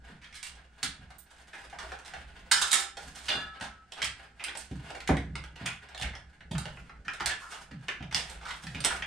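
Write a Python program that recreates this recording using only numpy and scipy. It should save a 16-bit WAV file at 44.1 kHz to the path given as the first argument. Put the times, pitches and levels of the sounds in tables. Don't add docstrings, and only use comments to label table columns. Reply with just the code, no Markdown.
import sys
import numpy as np
from scipy import signal
from scipy.fft import rfft, irfft, next_fast_len
from scipy.io import wavfile
from scipy.ndimage import map_coordinates

SR = 44100
rng = np.random.default_rng(int(sys.argv[2]) if len(sys.argv) > 2 else 0)


def transcribe(u):
    v = np.clip(np.atleast_2d(u).T, -1, 1)
    q = np.round(v * 32767).astype(np.int16)
    wavfile.write(sys.argv[1], SR, q)


N = 399546

# start_s, level_db, knock_db, sparkle_db, chatter_s, clink_hz
RAIL_CONTACTS = [(0.215, -46.5, -12, -15, 0.067, 2080), (0.243, -49.5, -10, -11, 0.024, 3000),
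                 (0.326, -48.5, -26, -11, 0.023, 2400), (0.343, -44.5, -16, 1, 0.048, 1900),
                 (0.428, -40.5, -8, 3, 0.041, 2500), (0.829, -31, -11, 3.5, 0.019, 2170),
                 (0.834, -37.5, -14, 4.5, 0.033, 3350), (1.104, -49, -3.5, -10.5, 0.022, 1250),
                 (1.182, -73.5, -8, 25, 0.044, 8700), (1.302, -57.5, 2, 0.5, 0.052, 1260),
                 (1.53, -41.5, 0.5, -14.5, 0.062, 1730), (1.727, -43, 4.5, -31, 0.022, 1640),
                 (1.786, -37, -3, -10, 0.043, 1480), (1.826, -46, 7.5, -9, 0.05, 1440),
                 (1.918, -41.5, 8, -12, 0.021, 1470), (2.057, -44, -1, -4, 0.033, 1770),
                 (2.136, -37.5, 2, -17, 0.022, 1720), (2.969, -40, 5, -6, 0.056, 1510),
                 (3.148, -46, -11, 2.5, 0.12, 1140), (3.282, -25.5, -24, -14, 0.026, 3450),
                 (3.289, -29.5, -7, -12, 0.015, 3520), (3.3, -30, -2, -18, 0.015, 3430),
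                 (3.317, -35, 2.5, -7.5, 0.024, 1600), (3.354, -40, 2, -8, 0.025, 1410),
                 (3.378, -46, 1, -10, 0.085, 1590), (3.609, -36, -1.5, -7, 0.042, 1354),
                 (3.92, -43.5, 1, -3, 0.02, 2683), (3.978, -44, 2, -14, 0.013, 1200),
                 (4.018, -29.5, -9, -8.5, 0.0069, 2280), (4.026, -30, -17, -5.5, 0.0043, 2980),
                 (4.044, -37.5, -16, 4, 0.0057, 5100), (4.049, -35, -7.5, -5, 0.011, 2400),
                 (4.395, -38, -4.5, -26, 0.05, 2760), (4.439, -37.5, -18, 1.5, 0.0045, 9100),
                 (4.444, -32.5, -33, -18, 0.011, 2540), (4.483, -34, -4.5, -22, 0.006, 3500),
                 (4.492, -39, -9, -20, 0.013, 2000), (4.551, -42, 6.5, -6, 0.021, 1900),
                 (4.572, -54, -11, 16.5, 0.02, 8100), (4.903, -41.5, 8.5, -11.5, 0.015, 2100),
                 (4.948, -41.5, 6, -11, 0.024, 1850), (5.003, -41.5, -38, -7.5, 0.0082, 2420),
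                 (5.075, -34, -10.5, -3.5, 0.017, 1900), (5.094, -30, -5, -33, 0.013, 1730),
                 (5.168, -38, 5, -10, 0.0082, 1970), (5.354, -35, -2.5, -14, 0.0074, 8500),
                 (5.438, -42.5, -4.5, -13, 0.0055, 2300), (5.556, -45, 1.5, -13, 0.038, 2650),
                 (5.657, -30, -11, -25, 0.045, 2700), (5.66, -35, -8, 1.5, 0.0052, 8600),
                 (5.947, -41, 0, -13, 0.0026, 4060), (5.977, -40, -7, -8, 0.0034, 3050),
                 (5.998, -42.5, 2.5, -3.5, 0.0038, 3270), (6.013, -36.5, -21, -7, 0.0041, 3460),
                 (6.022, -35, -12, -3.5, 0.003, 2860), (6.03, -35.5, -2.5, -17, 0.0036, 2450),
                 (6.042, -36, -13, -29, 0.016, 2190), (6.054, -42, -2, -24, 0.023, 1820),
                 (6.133, -43.5, -3, -25, 0.022, 1860), (6.152, -42.5, 6, -14, 0.0038, 5250),
                 (6.406, -47.5, -5, -22, 0.017, 1600), (6.511, -44.5, 11, -1, 0.041, 3030),
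                 (6.551, -36, -9, -26, 0.008, 2880), (6.581, -37, -1.5, 0.5, 0.0035, 9100),
                 (6.655, -37.5, 4, -15, 0.0042, 2680), (6.771, -42, -6, -56, 0.011, 3120),
                 (6.895, -43.5, -8.5, -31, 0.0055, 910), (7.048, -49.5, -2, -13, 0.051, 1710),
                 (7.081, -29.5, -11.5, -26, 0.005, 1720), (7.199, -35, -17, -20, 0.014, 1200),
                 (7.205, -30.5, -3, -17, 0.015, 1350), (7.259, -32, -4, 8, 0.0053, 6050),
                 (7.265, -31, -6, -12, 0.019, 1780), (7.296, -33.5, -4, -8, 0.014, 1790),
                 (7.305, -33, -3, -14, 0.024, 2860), (7.52, -39, -10, -11, 0.055, 1180),
                 (7.71, -46.5, 1.5, -16.5, 0.028, 1740), (7.883, -31, -5, -14, 0.0038, 2700),
                 (7.888, -31.5, -3, -31, 0.004, 2000), (8.005, -45.5, 6, -28, 0.014, 2520),
                 (8.025, -41.5, 3.5, -22, 0.012, 2960), (8.111, -43.5, -4, -12, .02, 2500),
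                 (8.125, -37.5, -2, -9.5, 0.0045, 5170), (8.146, -24.5, -18, -6, 0.0023, 5030),
                 (8.15, -43, -3, -5, 0.0046, 3040), (8.164, -35, 0, -0.5, 0.061, 2760),
                 (8.295, -51, 5, 8.5, 0.074, 1360), (8.41, -43, 1, -15, 0.061, 1410),
                 (8.452, -36.5, -8, -9, 0.1, 1280), (8.506, -36.5, 0.5, -11, 0.024, 2840),
                 (8.636, -45.5, 2, -4.5, 0.025, 1390), (8.668, -40.5, -13, -6.5, 0.006, 5100),
                 (8.746, -38, -4, -13, 0.032, 2760), (8.804, -38.5, -13, -3.5, 0.0044, 8500),
                 (8.8474, -29.5, -20, 7, 0.0018, 8500), (8.848, -27, 4.5, -17, 0.003, 2860),
                 (8.906, -32.5, -10, -25.5, 0.0059, 1220), (9.022, -30.5, -11, -26, 0.012, 2980)]
# start_s, length_s, rub_db, hiss_over_rub_db
PUSHES = [(0.0, 0.12, -52.5, -14), (0.284, 0.18, -78, -3), (0.5, 0.072, -55, -31),
          (0.777, 0.068, -46.5, -9), (0.984, 0.027, -67, -37), (1.344, 0.26, -59, -3.5),
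          (1.555, 0.32, -52, -7), (1.8, 0.43, -49.5, -9.5), (2.245, 0.57, -52.5, -11),
          (2.997, 0.11, -47, 1), (3.146, 0.52, -49, -22), (3.942, 0.031, -35.5, -15),
          (4.16, 0.043, -52, -12), (4.37, 0.2, -50.5, -11), (4.55, 0.035, -55, 13.5),
          (4.704, 0.15, -50.5, -10), (4.837, 0.17, -48.5, -10), (5.586, 0.079, -44.5, -19),
          (5.698, 0.041, -62.5, 15), (5.805, 0.11, -52, -45), (6.61, 0.18, -56.5, -3),
          (7.099, 0.12, -44.5, -10), (7.379, 0.2, -45, 1), (7.786, 0.2, -60.5, -10),
          (8.185, 0.049, -40, -3), (8.294, 0.052, -47.5, -9), (8.426, 0.26, -54, 2), (8.75, 0.1, -46, -22),
          (8.839, 0.074, -32.5, -3.5)]
# start_s, pitch_hz, width_hz, level_db, rise_s, t60_s
SINGING_SPOTS = [(1.183, 14430, 130, -25, 0.001, 0.16), (4.441, 2590, 200, -31, 0.0022, 0.055),
                 (4.483, 3410, 150, -37, 0.00074, 0.055), (7.081, 1750, 50, -34, 0.001, 0.16),
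                 (7.29, 1736, 44.9, -31.5, 0.0072, 0.25), (7.405, 1240, 220, -38, 0.024, 0.23),
                 (8.1462, 5040, 450, -13, 0.0005, 0.012), (8.149, 5200, 150, -32, 0.001, 0.08),
                 (8.44, 1260, 200, -34, 0.028, 0.3), (8.8472, 8800, 350, -14, 0.00057, 0.0098),
                 (8.903, 1230, 200, -20.5, 0.0044, 0.043)]
# start_s, level_db, knock_db, edge_db, sparkle_db, chatter_s, clink_hz
LADDER_HITS = [(2.513, -24, -16, 0, -0.5, 0.006, 1440), (2.516, -23.5, -13.5, 2.5, 0.5, 0.004, 1400),
               (2.522, -29, -20.5, 4, 6, 0.004, 5100), (2.615, -26.5, -15, -6, 2.5, 0.01, 1300),
               (2.62, -29.5, -11, 5.5, 1, 0.005, 3470), (2.71, -35.5, -15, 2.5, 0, 0.01, 3700),
               (2.716, -30.5, -11, 2, 7.5, 0.004, 3700), (2.729, -23, -12, -1, 4.5, 0.009, 1300),
               (2.734, -35, -10.5, 4.5, 4, 0.007, 3300), (2.741, -28.5, -13, 3, 2.5, 0.012, 6660)]
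# start_s, level_db, cutoff_hz, bending_wave_db
CEILING_BUMPS = [(0.09, -53.5, 300, -1), (0.833, -48.5, 276, -8), (0.992, -55, 112, -6),
                 (3.06, -56, 256.6, -13), (3.29, -53, 560, -17), (3.345, -45, 615, -17.5),
                 (3.612, -49.5, 282, -18), (4.03, -50.5, 106, -13), (4.712, -38.5, 300, 3.5),
                 (5.092, -22.5, 760, -6.5), (5.29, -44.5, 150, 5), (5.612, -42.5, 225, -0.5),
                 (6.015, -42, 90, -13), (6.51, -32.5, 192, 6), (7.068, -53.5, 169.3, -21),
                 (7.205, -48, 114, -5.5), (7.713, -43.5, 180, 5.5), (8.006, -42.5, 198, 1),
                 (8.146, -48.5, 214, -12), (8.635, -44, 170, 5), (8.745, -41.5, 188, -2)]
# time_s, rumble_db
FLOOR_SWAY = [(0.0, -54), (0.2, -56.5), (0.91, -61.5), (0.98, -58), (1.29, -62.5), (2.62, -52), (2.73, -65),
              (3.05, -56), (4.29, -62.5), (5.35, -50), (5.8, -63.5), (6.13, -50.5), (6.33, -60.5),
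              (6.58, -47), (7.62, -63), (9.06, -50)]
# pitch_hz, level_db, t60_s
BRACKET_MODES = [(614, -5, 0.19), (797, -8.5, 0.43), (1152, -18.5, 0.36), (1310, -8, 2.4), (1460, -4, 0.55),
                 (1640, -5, 0.55), (1700, 1, 0.55), (2160, -16.5, 0.28), (2370, -2.5, 0.33),
                 (2810, 0.5, 0.3), (3031, -16.5, 0.26), (3400, -10, 0.33), (3500, 2, 0.36),
                 (3940, -4.5, 0.3), (4160, -2, 0.34), (4780, -1, .28), (4930, -1.5, 0.26),
                 (6870, -6.5, 0.3)]
TOOL_MODES = [(374, -1, 0.8), (556, -16.5, .4), (797, -1.5, 0.45), (1330, -1.5, 0.3), (1490, -8, 0.17),
              (1746, -5.5, 0.38), (1943, -16.5, .25), (2358, -13.5, .24), (3120, -6.5, 0.36),
              (3640, -9.5, .3), (3740, -10.5, 0.17), (4860, -5, 0.24), (5190, 2, 0.27), (5480, -2, .23),
              (6660, 2.5, 0.22), (7235, -1, .25), (7540, -1, 0.25), (8620, -11.5, 0.2)]
CEILING_MODES = [(65.53, 1.5, 0.89), (113, -41, 0.58), (156.6, 0.5, 0.64), (210.7, 0.5, 0.46),
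                 (250, 2, 0.18), (278, 3.5, 0.33), (474, -0.5, 0.32), (762, 5.5, 0.17)]
# frequency_hz, density_db
IMPACT_SPECTRUM = [(60, -23), (150, -19.5), (300, -7.5), (520, -3), (800, 5.5), (1100, -1), (1550, 0.5),
                   (2600, -4), (3500, 0.5), (6000, -6), (9000, -7), (11000, -9), (15500, -5.5)]
RUB_SPECTRUM = [(100, -55), (300, 1), (550, -2.5), (800, 9), (1100, 1), (1500, 7), (2200, 1.5), (3300, -3),
                (5000, -9), (9000, -80)]
HISS_SPECTRUM = [(1000, -36.5), (3000, -6.5), (4500, -5), (6500, -5.5), (9000, -8), (11000, -6),
                 (15500, -10)]
FLOOR_SPECTRUM = [(15, 5), (30, 4), (45, 10.5), (64, 20.5), (90, -5), (160, 6.5), (300, -7), (600, -9),
                  (2000, -56)]
AIR_SPECTRUM = [(22, 13.5), (50, -8.5), (200, 9.5), (550, -10), (800, 9), (1100, -31.5), (1450, 14),
                (2500, -15.5), (5000, -8), (9000, -17.5), (15000, -39.5)]
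# frequency_hz, t60_s
ROOM_DECAY = [(100, 0.63), (500, 0.24), (1400, 0.36), (3700, 0.29), (9000, 0.24), (15000, 0.087)]
# frequency_hz, room_over_direct_db
ROOM_LEVEL = [(200, 15.5), (1500, 5), (4000, 4), (8500, 1), (14000, 7.5)]
# frequency_hz, coherence_ratio
COHERENCE = [(500, 0.36), (1200, 0.45), (2500, 0.52), (5000, 0.25), (10000, 0.092)]
# frequency_hz, gain_db
LEFT_RESPONSE = [(100, -0.5), (1200, -5.5), (2500, -2), (4500, -6.5), (6800, -7), (8500, -12),
                 (11000, -29.5), (15000, -53)]
RIGHT_RESPONSE = [(100, 0.75), (1200, -4), (2500, -0.5), (4500, -2.5), (7000, 1), (8700, 6), (9500, 0.5),
                  (15000, -24)]

SIZE = 32768
T, HZ = np.arange(SIZE) / SR, np.fft.rfftfreq(SIZE, 1 / SR)


def bracket(rooms, contacts, gain_db=4, held_db=-21, free_db=-1.5, loose_s=(3.2, 3.5)):
    out, modes = np.zeros((2, N)), resonances(BRACKET_MODES, split=0.011, count=6)
    for k, (start_s, db, knock_db, sparkle_db, chatter_s, clink_hz) in enumerate(contacts):
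        ring_db = free_db if loose_s[0] < start_s < loose_s[1] else held_db
        body = 1 + amp(ring_db) * ring(modes)
        edge_db = 2.05 + 0.53 * sparkle_db
        spot_db = clink(clink_hz, 6.5 - 0.5 * np.log2(clink_hz / 2000))
        hit = impact(knock_db, edge_db, sparkle_db, chatter_s, body, rooms[k % len(rooms)], spot_db)
        add(out, start_s, amp(db + gain_db) * np.sqrt(SR / 10) * hit)
    return out


def catches(rate_per_s=8, knock_db=1, sparkle_db=-3, chatter_s=0.015, clink_hz=2180):
    contacts = []
    for start_s, length_s, rub_db, _ in PUSHES:
        delays = np.cumsum(rng.exponential(1 / rate_per_s, 4))
        levels, spots = rng.standard_normal((2, 4))
        for delay_s, db, hz in zip(delays, rub_db - 5 - 2.5 * levels, clink_hz * 2 ** (spots / 2)):
            if delay_s < length_s:
                contacts.append((start_s + delay_s, db, knock_db, sparkle_db, chatter_s, hz))
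    return contacts


def push_speeds(rise_share=0.18, fall_s=0.039):
    t = np.arange(N, dtype=np.float32) / SR
    speeds = []
    for start_s, length_s, _, _ in PUSHES:
        rise = np.clip((t - start_s) / (rise_share * length_s), 0, 1)
        fall = np.exp(-np.clip((t - start_s - length_s) / fall_s, 0, 20))
        speeds.append(rise * fall)
    return np.array(speeds)


def sliding(speeds, idle_rub_db=-63.5, idle_hiss_db=-74.5, catch_db=7.5, grain_db=0.5):
    _, _, rub_db, hiss_db = np.transpose(PUSHES)
    rub = amp(idle_rub_db) + amp(rub_db - 1) @ speeds
    hiss = amp(idle_hiss_db) + amp(rub_db + hiss_db - 2) @ speeds
    roughness = amp(catch_db * np.minimum(wobble(60), 1.5) + grain_db * np.minimum(wobble(500), 1.5))
    friction = rub * coloured(roughness * rng.standard_normal(N), RUB_SPECTRUM)
    friction += hiss * coloured(roughness * rng.standard_normal(N), HISS_SPECTRUM)
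    room = irfft(garage())[:, :SIZE // 2]
    return signal.fftconvolve(friction[None], room, axes=1)[:, :N]


def pings(rooms):
    out = np.zeros((2, N))
    for k, (start_s, hz, width_hz, db, rise_s, t60_s) in enumerate(SINGING_SPOTS):
        tone = unit(irfft(rfft(rng.standard_normal(SIZE)) * bell(HZ - hz, width_hz)))
        swell = np.minimum(T / rise_s, 1) * amp(db - 60 * np.maximum(T - rise_s, 0) / t60_s)
        add(out, start_s, irfft(rfft(tone * swell) * rooms[k % len(rooms)]))
    return out


def tool(gain_db=5.5, ring_db=-7, settle_s=0.049, settle_db=-14, settle_chatter_s=0.054):
    out, modes = np.zeros((2, N)), resonances(TOOL_MODES, split=0.011, count=7)
    for start_s, db, knock_db, edge_db, sparkle_db, chatter_s, clink_hz in LADDER_HITS:
        body = 1 + amp(ring_db) * ring(modes)
        room = garage(reflections_db=1.5)
        gain = amp(db + gain_db) * np.sqrt(SR / 10)
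        blow = impact(knock_db, edge_db, sparkle_db, chatter_s, body, room, clink(clink_hz, 8.5))
        rattle = impact(knock_db, edge_db, sparkle_db, settle_chatter_s, body, room)
        add(out, start_s, gain * blow)
        add(out, start_s + settle_s, gain * amp(settle_db) * rattle)
    return out


def ceiling(rooms, wave_hz=159.5, wave_octaves=0.34, delay_s=0.052, modes_db=-12, echo_db=-3, low_hz=55):
    out, modes = np.zeros((2, N)), resonances(CEILING_MODES)
    droop = np.exp(2j * np.pi * delay_s * wave_hz ** 2 / (HZ + 1))
    wave = amp(3) * droop * bell(np.log2((HZ + 1) / wave_hz), wave_octaves)
    for k, (start_s, db, cutoff_hz, wave_db) in enumerate(CEILING_BUMPS):
        band_db = -10 * np.log10((1 + (HZ / cutoff_hz) ** 5) * (1 + (low_hz / (HZ + 1)) ** 6))
        room = rooms[k % len(rooms)]
        bending = amp(wave_db) * wave * (1 + amp(echo_db) * room)
        body = room + bending + amp(modes_db) * ring(modes)
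        thud = irfft(causal(band_db) * body)
        add(out, start_s, amp(db) * thud / np.std(thud[:, :SR // 10]))
    return out


def impact(knock_db, edge_db, sparkle_db, chatter_s, body, room, spot_db=0):
    tint_db = along([(750, knock_db), (1300, 0.012), (2500, 0.0062),
                     (3800, edge_db), (5700, edge_db), (7800, sparkle_db)], HZ)
    colour = causal(tint_db + along(IMPACT_SPECTRUM, HZ) + spot_db)
    return irfft(contact_force(chatter_s) * colour * body * room)


def contact_force(chatter_s, touch_s=0.0024, rebounds_per_s=1500, grit=0.22, clump_db=6, seat_s=0.0004):
    clumps = amp(clump_db * np.interp(T, T[::256], rng.standard_normal(SIZE // 256)))
    rebounds = rng.random(SIZE) < rebounds_per_s / SR
    swarm = (rebounds + grit) * clumps * np.exp(-2 * T / max(chatter_s, 1 / SR))
    touch = 1.4 * np.exp(-T / touch_s)
    bite = 1 - np.exp(-T / (seat_s + chatter_s / 10))
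    force = (swarm + touch) * bite * rng.uniform(-1, 1, SIZE)
    return rfft(force) / np.linalg.norm(force[:SR // 25])


def clink(hz, height_db, width_hz=410):
    return height_db * (bell(HZ - hz, width_hz) - 0.25)


def resonances(modes, split=0, count=1):
    hz, db, t60_s = np.repeat(modes, count, axis=0).T[:, :, None]
    hz = hz * (1 + split * rng.standard_normal(hz.shape))
    gain = amp(db) / np.sqrt(count * t60_s * SR)
    ringing = gain * amp(-60 * T / t60_s) * np.sin(2 * np.pi * hz * T)
    return rfft(ringing.astype(np.float32))


def ring(modes):
    shares = rng.uniform(0.5, 1.5, len(modes)) * rng.choice([-1, 1], len(modes))
    return shares.astype(modes.dtype) @ modes


def garage(reflections_db=0, build_s=0.00091):
    hz, t, bands = signal.stft(rng.standard_normal((2, SIZE)), SR, nperseg=256)
    t60_s = along(ROOM_DECAY, hz)[:, None]
    bands = bands * amp(-60 * t / t60_s) / np.sqrt(t60_s * SR / np.log(10 ** 6))
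    tail = signal.istft(bands, SR, nperseg=256)[1][:, :SIZE]
    reflections = diffuse(tail * (1 - np.exp(-T / build_s)))
    wet = amp(along(ROOM_LEVEL, HZ) + reflections_db)
    return (1 + wet * rfft(reflections)) / np.sqrt(1 + wet ** 2)


def background(waver_db=3, air_db=-65):
    sway_db = np.interp(np.arange(N) / SR, *np.transpose(FLOOR_SWAY))
    sway = amp(sway_db + 0.5 + waver_db * wobble(11))
    rumble = coloured(diffuse(rng.standard_normal((2, N))), FLOOR_SPECTRUM)
    air = coloured(diffuse(rng.standard_normal((2, N))), AIR_SPECTRUM)
    return sway * rumble + amp(air_db) * air


def diffuse(pair, mono_hz=470):
    def mid_and_side(hz):
        width = 0.15 + 0.85 / (1 + (mono_hz / (hz + 1)) ** 6)
        angle = width * np.arccos(along(COHERENCE, hz)) / 2
        return np.array([np.cos(angle), np.sin(angle)])
    mid, side = filtered(pair, mid_and_side)
    return np.array([mid + side, mid - side])


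def amp(db):
    return 10 ** (np.asarray(db) / 20)


def unit(x):
    return x / np.sqrt(np.mean(x ** 2) + 1e-20)


def bell(offset, width):
    return np.exp(-0.5 * (offset / width) ** 2)


def along(points, hz):
    knots_hz, values = np.transpose(points)
    return np.interp(np.log(hz + 1), np.log(knots_hz + 1), values)


def wobble(knots_per_s):
    knots = rng.standard_normal(int(N * knots_per_s / SR) + 4)
    return map_coordinates(knots, [np.arange(N) * knots_per_s / SR], order=1)


def filtered(x, response):
    n = x.shape[-1]
    padded = next_fast_len(n + SIZE // 4)
    return irfft(rfft(x, padded) * response(np.fft.rfftfreq(padded, 1 / SR)), padded)[..., :n]


def coloured(x, spectrum):
    return unit(filtered(x, lambda hz: amp(along(spectrum, hz))))


def causal(db):
    cepstrum = irfft(db * np.log(10) / 20)
    cepstrum[1:SIZE // 2] *= 2
    cepstrum[SIZE // 2 + 1:] = 0
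    return np.exp(rfft(cepstrum))


def add(track, start_s, sound, size=26000):
    part = track[:, max(round(start_s * SR), 0):][:, :size]
    fade = np.minimum(np.linspace(10, 0, size), 1)
    part += (sound[:, :size] * fade)[:, :part.shape[1]]


def scene(spots=12):
    rooms = [garage() for _ in range(spots)]
    return (tool() + ceiling(rooms) + sliding(push_speeds()) + background()
            + pings(rooms) + bracket(rooms, RAIL_CONTACTS + catches()))


def record(dry, limit_hz=15600):
    def ports(hz):
        return amp([along(LEFT_RESPONSE, hz), along(RIGHT_RESPONSE, hz)]) * (hz < limit_hz)
    return filtered(dry, ports)


dry = scene()
out = record(dry)
transcribe(out)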